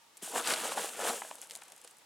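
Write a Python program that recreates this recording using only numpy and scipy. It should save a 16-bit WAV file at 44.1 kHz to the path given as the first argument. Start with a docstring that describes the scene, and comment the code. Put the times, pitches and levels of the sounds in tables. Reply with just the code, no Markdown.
"""An outdoor yard with a bin of dry wood chips: two hands dig in and scoop up a handful.
Surges of small ringing grains rustle, clatter and crackle; lumps in the bin knock as decaying sines.
Stray chips tick as band-passed rattles and go on ticking once the digging has faded.
A few dull echoes and a quiet hush of shaped noise lie behind."""
import sys
import numpy as np
from scipy import signal
from scipy.fft import rfft, irfft, next_fast_len
from scipy.io import wavfile

SR = 44100
rng = np.random.default_rng(int(sys.argv[2]) if len(sys.argv) > 2 else 0)


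def undo_db(level):
    """Turn decibels back into plain size, where 20 dB means ten times bigger."""
    steps = np.asarray(level, float) / 20
    return 10 ** steps


def dump(signal):
    """Clip the signal to [-1, 1] and save it as 16-bit WAV at the path in sys.argv[1]."""
    limited = np.clip(np.atleast_2d(signal).T, -1, 1)
    pcm = np.round(limited * 32767).astype(np.int16)
    wavfile.write(sys.argv[1], SR, pcm)


N = 90404

# Yard spectrum. Each row: frequency in Hz, relative density in dB.
YARD_SPECTRUM = [(18, -51), (30, -40), (115, -17.5), (760, -12), (937, -2), (1040, -20), (1130, -6.5),
                 (1320, -13), (2120, -13), (8980, -17.5), (16000, -29)]
# Reflections off ground and walls. Each row: delay in seconds, level in dB.
ECHOES = [(.0061, -18.5), (0.0123, -13.5), (.019, -23.5), (.031, -36.5)]
# Stray chips ticking. Each row: start in seconds, treble, middle and body level in dB,
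# rattle length in seconds.
TICKS = [(0.1707, -36, -50, -67, 0.0017), (0.1747, -40, -54, -58, 0.0045), (0.4114, -27, -32, -38, 0.002),
         (0.4243, -30, -38, -44, 0.0008), (0.4737, -22, -23, -36, 0.0017), (0.5219, -21, -29, -30, 0.0014),
         (0.5371, -24, -23, -32, 0.0059), (0.89, -34, -33, -53, 0.0048), (1.3552, -30, -53, -54, 0.0004),
         (1.3832, -44, -54, -62, 0.0086), (1.4158, -29, -49, -61, 0.0019), (1.4231, -44, -44, -63, 0.0086),
         (1.4724, -39, -54, -62, 0.0008), (1.4981, -34, -37, -59, 0.0018), (1.5096, -32, -29, -45, 0.0009),
         (1.518, -37, -40, -56, 0.0016), (1.5359, -39, -49, -60, 0.0019), (1.5522, -28, -35, -53, 0.0005),
         (1.5537, -31, -35, -51, 0.0005), (1.5608, -30, -45, -56, 0.0008), (1.5728, -39, -55, -62, 0.0014),
         (1.5877, -45, -59, -65, 0.0011), (1.6156, -45, -52, -60, 0.0037), (1.6181, -43, -45, -52, 0.0047),
         (1.6355, -40, -53, -65, 0.0022), (1.6498, -52, -51, -59, 0.0086), (1.6812, -40, -52, -59, 0.004),
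         (1.7007, -47, -54, -66, 0.004), (1.7201, -38, -52, -62, 0.0024), (1.7214, -41, -42, -52, 0.0037),
         (1.7635, -42, -54, -64, 0.0028), (1.7776, -44, -49, -61, 0.0049), (1.8149, -41, -53, -67, 0.0019),
         (1.8399, -42, -56, -66, 0.0015), (1.8456, -37, -43, -55, 0.0046), (1.875, -42, -45, -66, 0.0046),
         (1.91, -44, -57, -68, 0.0039), (1.9698, -42, -60, -65, 0.0003), (1.9849, -42, -60, -70, 0.0011),
         (2.017, -59, -60, -61, 0.0086)]
# Treble, middle and body of a tick. Each row: lower and upper edge in Hz.
TICK_BANDS_HZ = [(6800, 10800), (1800, 5500), (400, 1500)]
# Lumps knocking in the bin. Each row: start in seconds, level in dB, reference pitch in Hz,
# 60 dB decay in seconds (before limits), overtone tilt in dB per octave away from the pitch.
KNOCKS = [(.223, -37, 191.6, 0.061, -5.5), (.2255, -40, 297, 0.032, -5.5), (0.276, -37.5, 710, 0.021, -7),
          (.315, -47, 842, .015, -4), (.3413, -33, 770, 0.018, -5), (0.3594, -25, 840, 0.019, -5),
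          (.361, -31.5, 231, 0.055, -15), (0.378, -22, 900, 0.022, -5), (.4034, -23.5, 850, 0.025, -11.5),
          (.5376, -27.5, 886, 0.025, -7), (.650, -27.5, 640, 0.024, -7.5), (0.7188, -25.5, 817, .015, -4),
          (0.7741, -21, 822, 0.029, -13), (0.7777, -26, 830, 0.011, -12), (0.843, -24.5, 537, 0.017, -16),
          (0.99, -25, 502, 0.018, -7), (1.0346, -34.5, 720, .015, -6), (1.0506, -22, 595, 0.011, -6.5),
          (1.2188, -24, 976, 0.014, -7), (1.2215, -33, 1220, .015, -3.5), (1.248, -30.5, 718, 0.016, -5.5),
          (1.3112, -33.5, 764, 0.017, -2), (1.3115, -36, 2570, 0.0077, -7), (1.351, -37.5, 600, .015, -12),
          (1.390, -57.5, 700, .015, 1), (1.621, -46, 880, .015, 2), (1.8474, -47, 592, 0.032, -11)]
# Uneven overtones of a lump. Each entry: ratio to the reference pitch.
KNOCK_RATIOS = [0.847, 1.043, 1.26, 1.64, 2.11, 3, 3.24]
# Surges of the hands. Each row: time in seconds, fine rustle, hollow clatter and
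# chip-on-chip crackle level in dB.
DIGGING = [(0.213, -70, -76.5, -61.5), (0.225, -44, -55, -54), (0.245, -42.5, -55.5, -53.5),
           (0.305, -45.5, -54, -54.5), (0.334, -48, -48, -50.5), (0.362, -35, -32.5, -42),
           (0.397, -39, -37, -38.5), (0.412, -47.5, -43.6, -50), (0.43, -46.5, -49, -46),
           (0.456, -42.0, -52, -40), (0.483, -35.8, -36, -34.5), (0.508, -34, -34.5, -31.5),
           (0.549, -40.5, -46.5, -40.0), (0.6, -40.5, -42.5, -42.5), (0.649, -38.9, -41, -42),
           (0.7, -43.5, -43.5, -41.5), (0.73, -39, -43.5, -43), (0.75, -47.5, -45.5, -51.5),
           (0.779, -39, -37.3, -43), (0.811, -40.5, -41.0, -43.5), (0.865, -39, -54.5, -44),
           (0.909, -48, -51.5, -60.5), (0.961, -47.4, -51, -48.5), (1.0, -44, -42, -47),
           (1.046, -40, -38.5, -42.1), (1.083, -34, -37.5, -38.5), (1.116, -39, -40.5, -43.5),
           (1.16, -42, -46, -48), (1.21, -48, -54.5, -57), (1.27, -52.1, -58, -56),
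           (1.34, -54.5, -59.5, -63), (1.4, -60, -61, -62), (1.435, -51.5, -60.4, -59.5),
           (1.48, -63, -67.0, -67), (1.54, -53, -62, -63), (1.6, -66, -67, -63), (1.75, -66.5, -68, -69),
           (1.9, -64.5, -70.5, -68.5), (2.04, -87, -79, -85)]
# Grain layers. Each holds: grains per second at the loudest, spread of grain sizes in dB,
# ring in cycles per 60 dB, clumping in dB.
RUSTLE = (20000, 1.14, 6.7, 1.8)
CLATTER = (3500, 2.83, 9.25, 2.4)
CRACKLE = (8000, 1.67, 4.14, 2.0)
# Grain colours. Each row: frequency in Hz, relative level in dB.
RUSTLE_COLOUR = [(2650, -4), (4500, -15.5), (4900, -21.5), (6880, -6), (7860, -1), (9260, -2), (14000, -20),
                 (16000, -27)]
CLATTER_COLOUR = [(71, -59), (120, -50), (187, -7), (226, 0), (372, -10), (439, 5.5), (708, 1), (827, 10),
                  (966, -4), (1700, -2.5), (2210, -24), (3740, -120)]
CRACKLE_COLOUR = [(820, -18.5), (1400, -5), (1640, -6), (2360, -19.5), (2950, -2.5), (3620, -11.5),
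                  (5500, -13), (7150, -43), (12100, -120)]

YARD_DB, YARD_PATCHY_DB, YARD_CORRELATION = -62.5, 0.7, 0.41
ECHO_CUT_HZ, ECHO_RIGHT_LATER = 2200, 0.007   # fraction of the delay
RATTLE_PER_S, RATTLE_DB, SHARP_S = 9000, -9, 0.002
AFTER_S, AFTER_DB = 0.013, -16   # fainter touches trail each tick
SETTLE_PER_S, SETTLE_S, SETTLE_DB = 800, 0.002, -7.5
KNOCK_MAX_CYCLES, RATIO_SPREAD = 19, 0.05
THINNING = 0.2   # dB of grain rate per dB of level
PAN_SPREAD = 0.14
LOW_CUT_HZ, LEFT_UP_DB = 216, 0.34   # right goes down as much
LEFT_RIGHT = np.array([[1], [-1]])


def at_hz(points, hz):
    """Reads a spectrum on a log-frequency axis."""
    points_hz, points_db = np.transpose(points)
    return np.interp(np.log(hz), np.log(points_hz), points_db)


def rms_one(x):
    """Scales to rms 1."""
    return x / np.sqrt(np.mean(x ** 2) + 1e-20)


def drift(rate_hz):
    """Slow random wander of rms 1: noise through a double-pole low-pass."""
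    r = np.exp(-2 * np.pi * rate_hz / SR)
    noise = rng.standard_normal(N + SR)
    return rms_one(signal.lfilter([1], [1, -2 * r, r * r], noise)[SR:])


def ring(clicks, hz, t60_s):
    """Two-pole resonator: a unit click starts a decaying sine of height 1."""
    r, w = undo_db(-60 / (t60_s * SR)), 2 * np.pi * hz / SR
    return signal.lfilter([0, np.sin(w)], [1, -2 * r * np.cos(w), r * r], clicks + 1e-18)


def placed(x, where):
    """Pans by level difference; positive is left."""
    return x * (1 + LEFT_RIGHT * PAN_SPREAD * where)


def yard():
    """Broad outdoor hush: shaped noise, partly alike in both channels, slightly patchy in level."""
    size = next_fast_len(N)
    hz = np.maximum(np.arange(size // 2 + 1) * SR / size, 1)
    spectrum = rfft(rng.standard_normal((2, size))) * undo_db(at_hz(YARD_SPECTRUM, hz))
    mid, side = irfft(spectrum, size)[:, :N]
    hush = np.sqrt(1 + YARD_CORRELATION) * mid + np.sqrt(1 - YARD_CORRELATION) * side * LEFT_RIGHT
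    return undo_db(YARD_DB + YARD_PATCHY_DB * drift(6)) * rms_one(hush)


def echoes(x):
    """A few dull reflections off ground and walls, a little later at the right."""
    dull = signal.lfilter(*signal.butter(1, ECHO_CUT_HZ, fs=SR), x)
    out = np.zeros((2, N))
    for delay_s, db in ECHOES:
        for side in range(2):
            lag = int(delay_s * SR * (1 + ECHO_RIGHT_LATER * side))
            out[side, lag:] += undo_db(db) * dull[side, :N - lag]
    return out


def ticks():
    """A first touch and a dying rattle of smaller ones excite three bands."""
    t = np.arange(SR // 20) / SR
    trains = np.zeros((3, 2, N + SR))
    for start_s, *levels_db, length_s in TICKS:
        heights = undo_db(RATTLE_DB) * rng.standard_normal((3, len(t)))
        touches = heights * (rng.random(len(t)) < RATTLE_PER_S / SR)
        touches[:, 0] = min(1, SHARP_S / length_s)   # long rattles start softly
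        decay = np.exp(-(t / length_s) ** 2) + undo_db(AFTER_DB) * np.exp(-t / AFTER_S)
        i, where = int(start_s * SR), rng.standard_normal()
        for k, db in enumerate(levels_db):
            trains[k, :, i:i + len(t)] += placed(undo_db(db) * touches[k] * decay, where)
    out = 0
    for train, edges_hz in zip(trains, TICK_BANDS_HZ):
        sos = signal.butter(2, edges_hz, "band", fs=SR, output="sos")
        click_peak = np.abs(signal.sosfilt(sos, np.eye(1, 200)[0])).max()
        out = out + signal.sosfilt(sos, train[:, :N] + 1e-18) / click_peak
    return out


def knocks():
    """Each lump rings briefly at uneven overtones of its pitch and settles in a few more touches."""
    out, t = np.zeros(N + SR), np.arange(SR // 10) / SR
    chance = rng.standard_normal((len(KNOCKS), 2, len(KNOCK_RATIOS)))
    for (start_s, db, hz, t60_s, tilt_db), (luck, detune) in zip(KNOCKS, chance):
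        heights = undo_db(SETTLE_DB) * rng.standard_normal(len(t)) * np.exp(-t / SETTLE_S)
        touches = heights * (rng.random(len(t)) < SETTLE_PER_S / SR)
        touches[0] = 1
        longest_s = KNOCK_MAX_CYCLES / hz
        t60_s = np.clip(t60_s, 0.6 * longest_s, longest_s)
        i = int(start_s * SR)
        for k, ratio in enumerate(KNOCK_RATIOS):
            level_db = db + tilt_db * abs(np.log2(ratio)) - 4.5 + 2.2 * luck[k]
            overtone_hz = hz * ratio * (1 + RATIO_SPREAD * detune[k])
            rung = ring(touches, overtone_hz, t60_s / ratio ** 0.5)
            out[i:i + len(t)] += undo_db(level_db) * (-1) ** k * rung   # alternating sign
    return placed(out[:N], 0)


def grains(kind, colour, level_db, count):
    """Clumped random contacts of uneven size, each ringing briefly at one of count pitches."""
    rate_per_s, spread_db, cycles, clump_db = kind
    clumps = undo_db(clump_db * (drift(25) + drift(120)))
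    busy = undo_db(np.maximum(THINNING * (level_db - level_db.max()), -24))
    sizes = undo_db(spread_db * np.minimum(rng.exponential(1, N), 5)) * rng.choice([-1, 1], N)
    sizes = sizes * busy ** -0.5   # sparser grains are larger: power holds
    hit = rng.random(N) < rate_per_s * busy * clumps / SR
    clicks = placed(sizes * hit, rng.standard_normal(N))
    dealt, out = rng.integers(0, count, N), 0
    pitches_hz = np.geomspace(colour[0][0], colour[-1][0], count + 2)[1:-1]
    for k, hz in enumerate(pitches_hz):
        t60_s = cycles / hz
        rung = ring(ring(clicks * (dealt == k), hz, t60_s), hz, t60_s)   # twice: soft onset
        out = out + undo_db(at_hz(colour, hz)) * np.sqrt(hz) * rms_one(rung)   # sqrt: band width
    return undo_db(level_db) * rms_one(out)


def digging():
    """Rustle, clatter and crackle grains follow the surges of the hands."""
    time_s, *columns_db = np.transpose(DIGGING)
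    t = np.arange(N) / SR
    fine_db, hollow_db, crisp_db = [np.interp(t, time_s, c, left=-120) for c in columns_db]
    rustle = grains(RUSTLE, RUSTLE_COLOUR, fine_db, count=16)
    clatter = grains(CLATTER, CLATTER_COLOUR, hollow_db, count=24)
    crackle = grains(CRACKLE, CRACKLE_COLOUR, crisp_db, count=12)
    return rustle + clatter + crackle


def scene():
    """Chips, their echoes and the yard; small chips radiate little bass, so they are high-passed."""
    low_cut = signal.butter(3, LOW_CUT_HZ, "high", fs=SR, output="sos")
    chips = signal.sosfilt(low_cut, digging() + knocks() + ticks())
    mix = chips + echoes(chips) + yard()
    return mix * undo_db(LEFT_UP_DB * LEFT_RIGHT)


def roll_off(x):
    """The treble ends steeply here."""
    return signal.sosfilt(signal.butter(12, 16480, fs=SR, output="sos"), x)


def record(dry):
    """Takes the finished mix to its output form."""
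    return roll_off(dry)


dry = scene()
out = record(dry)
dump(out)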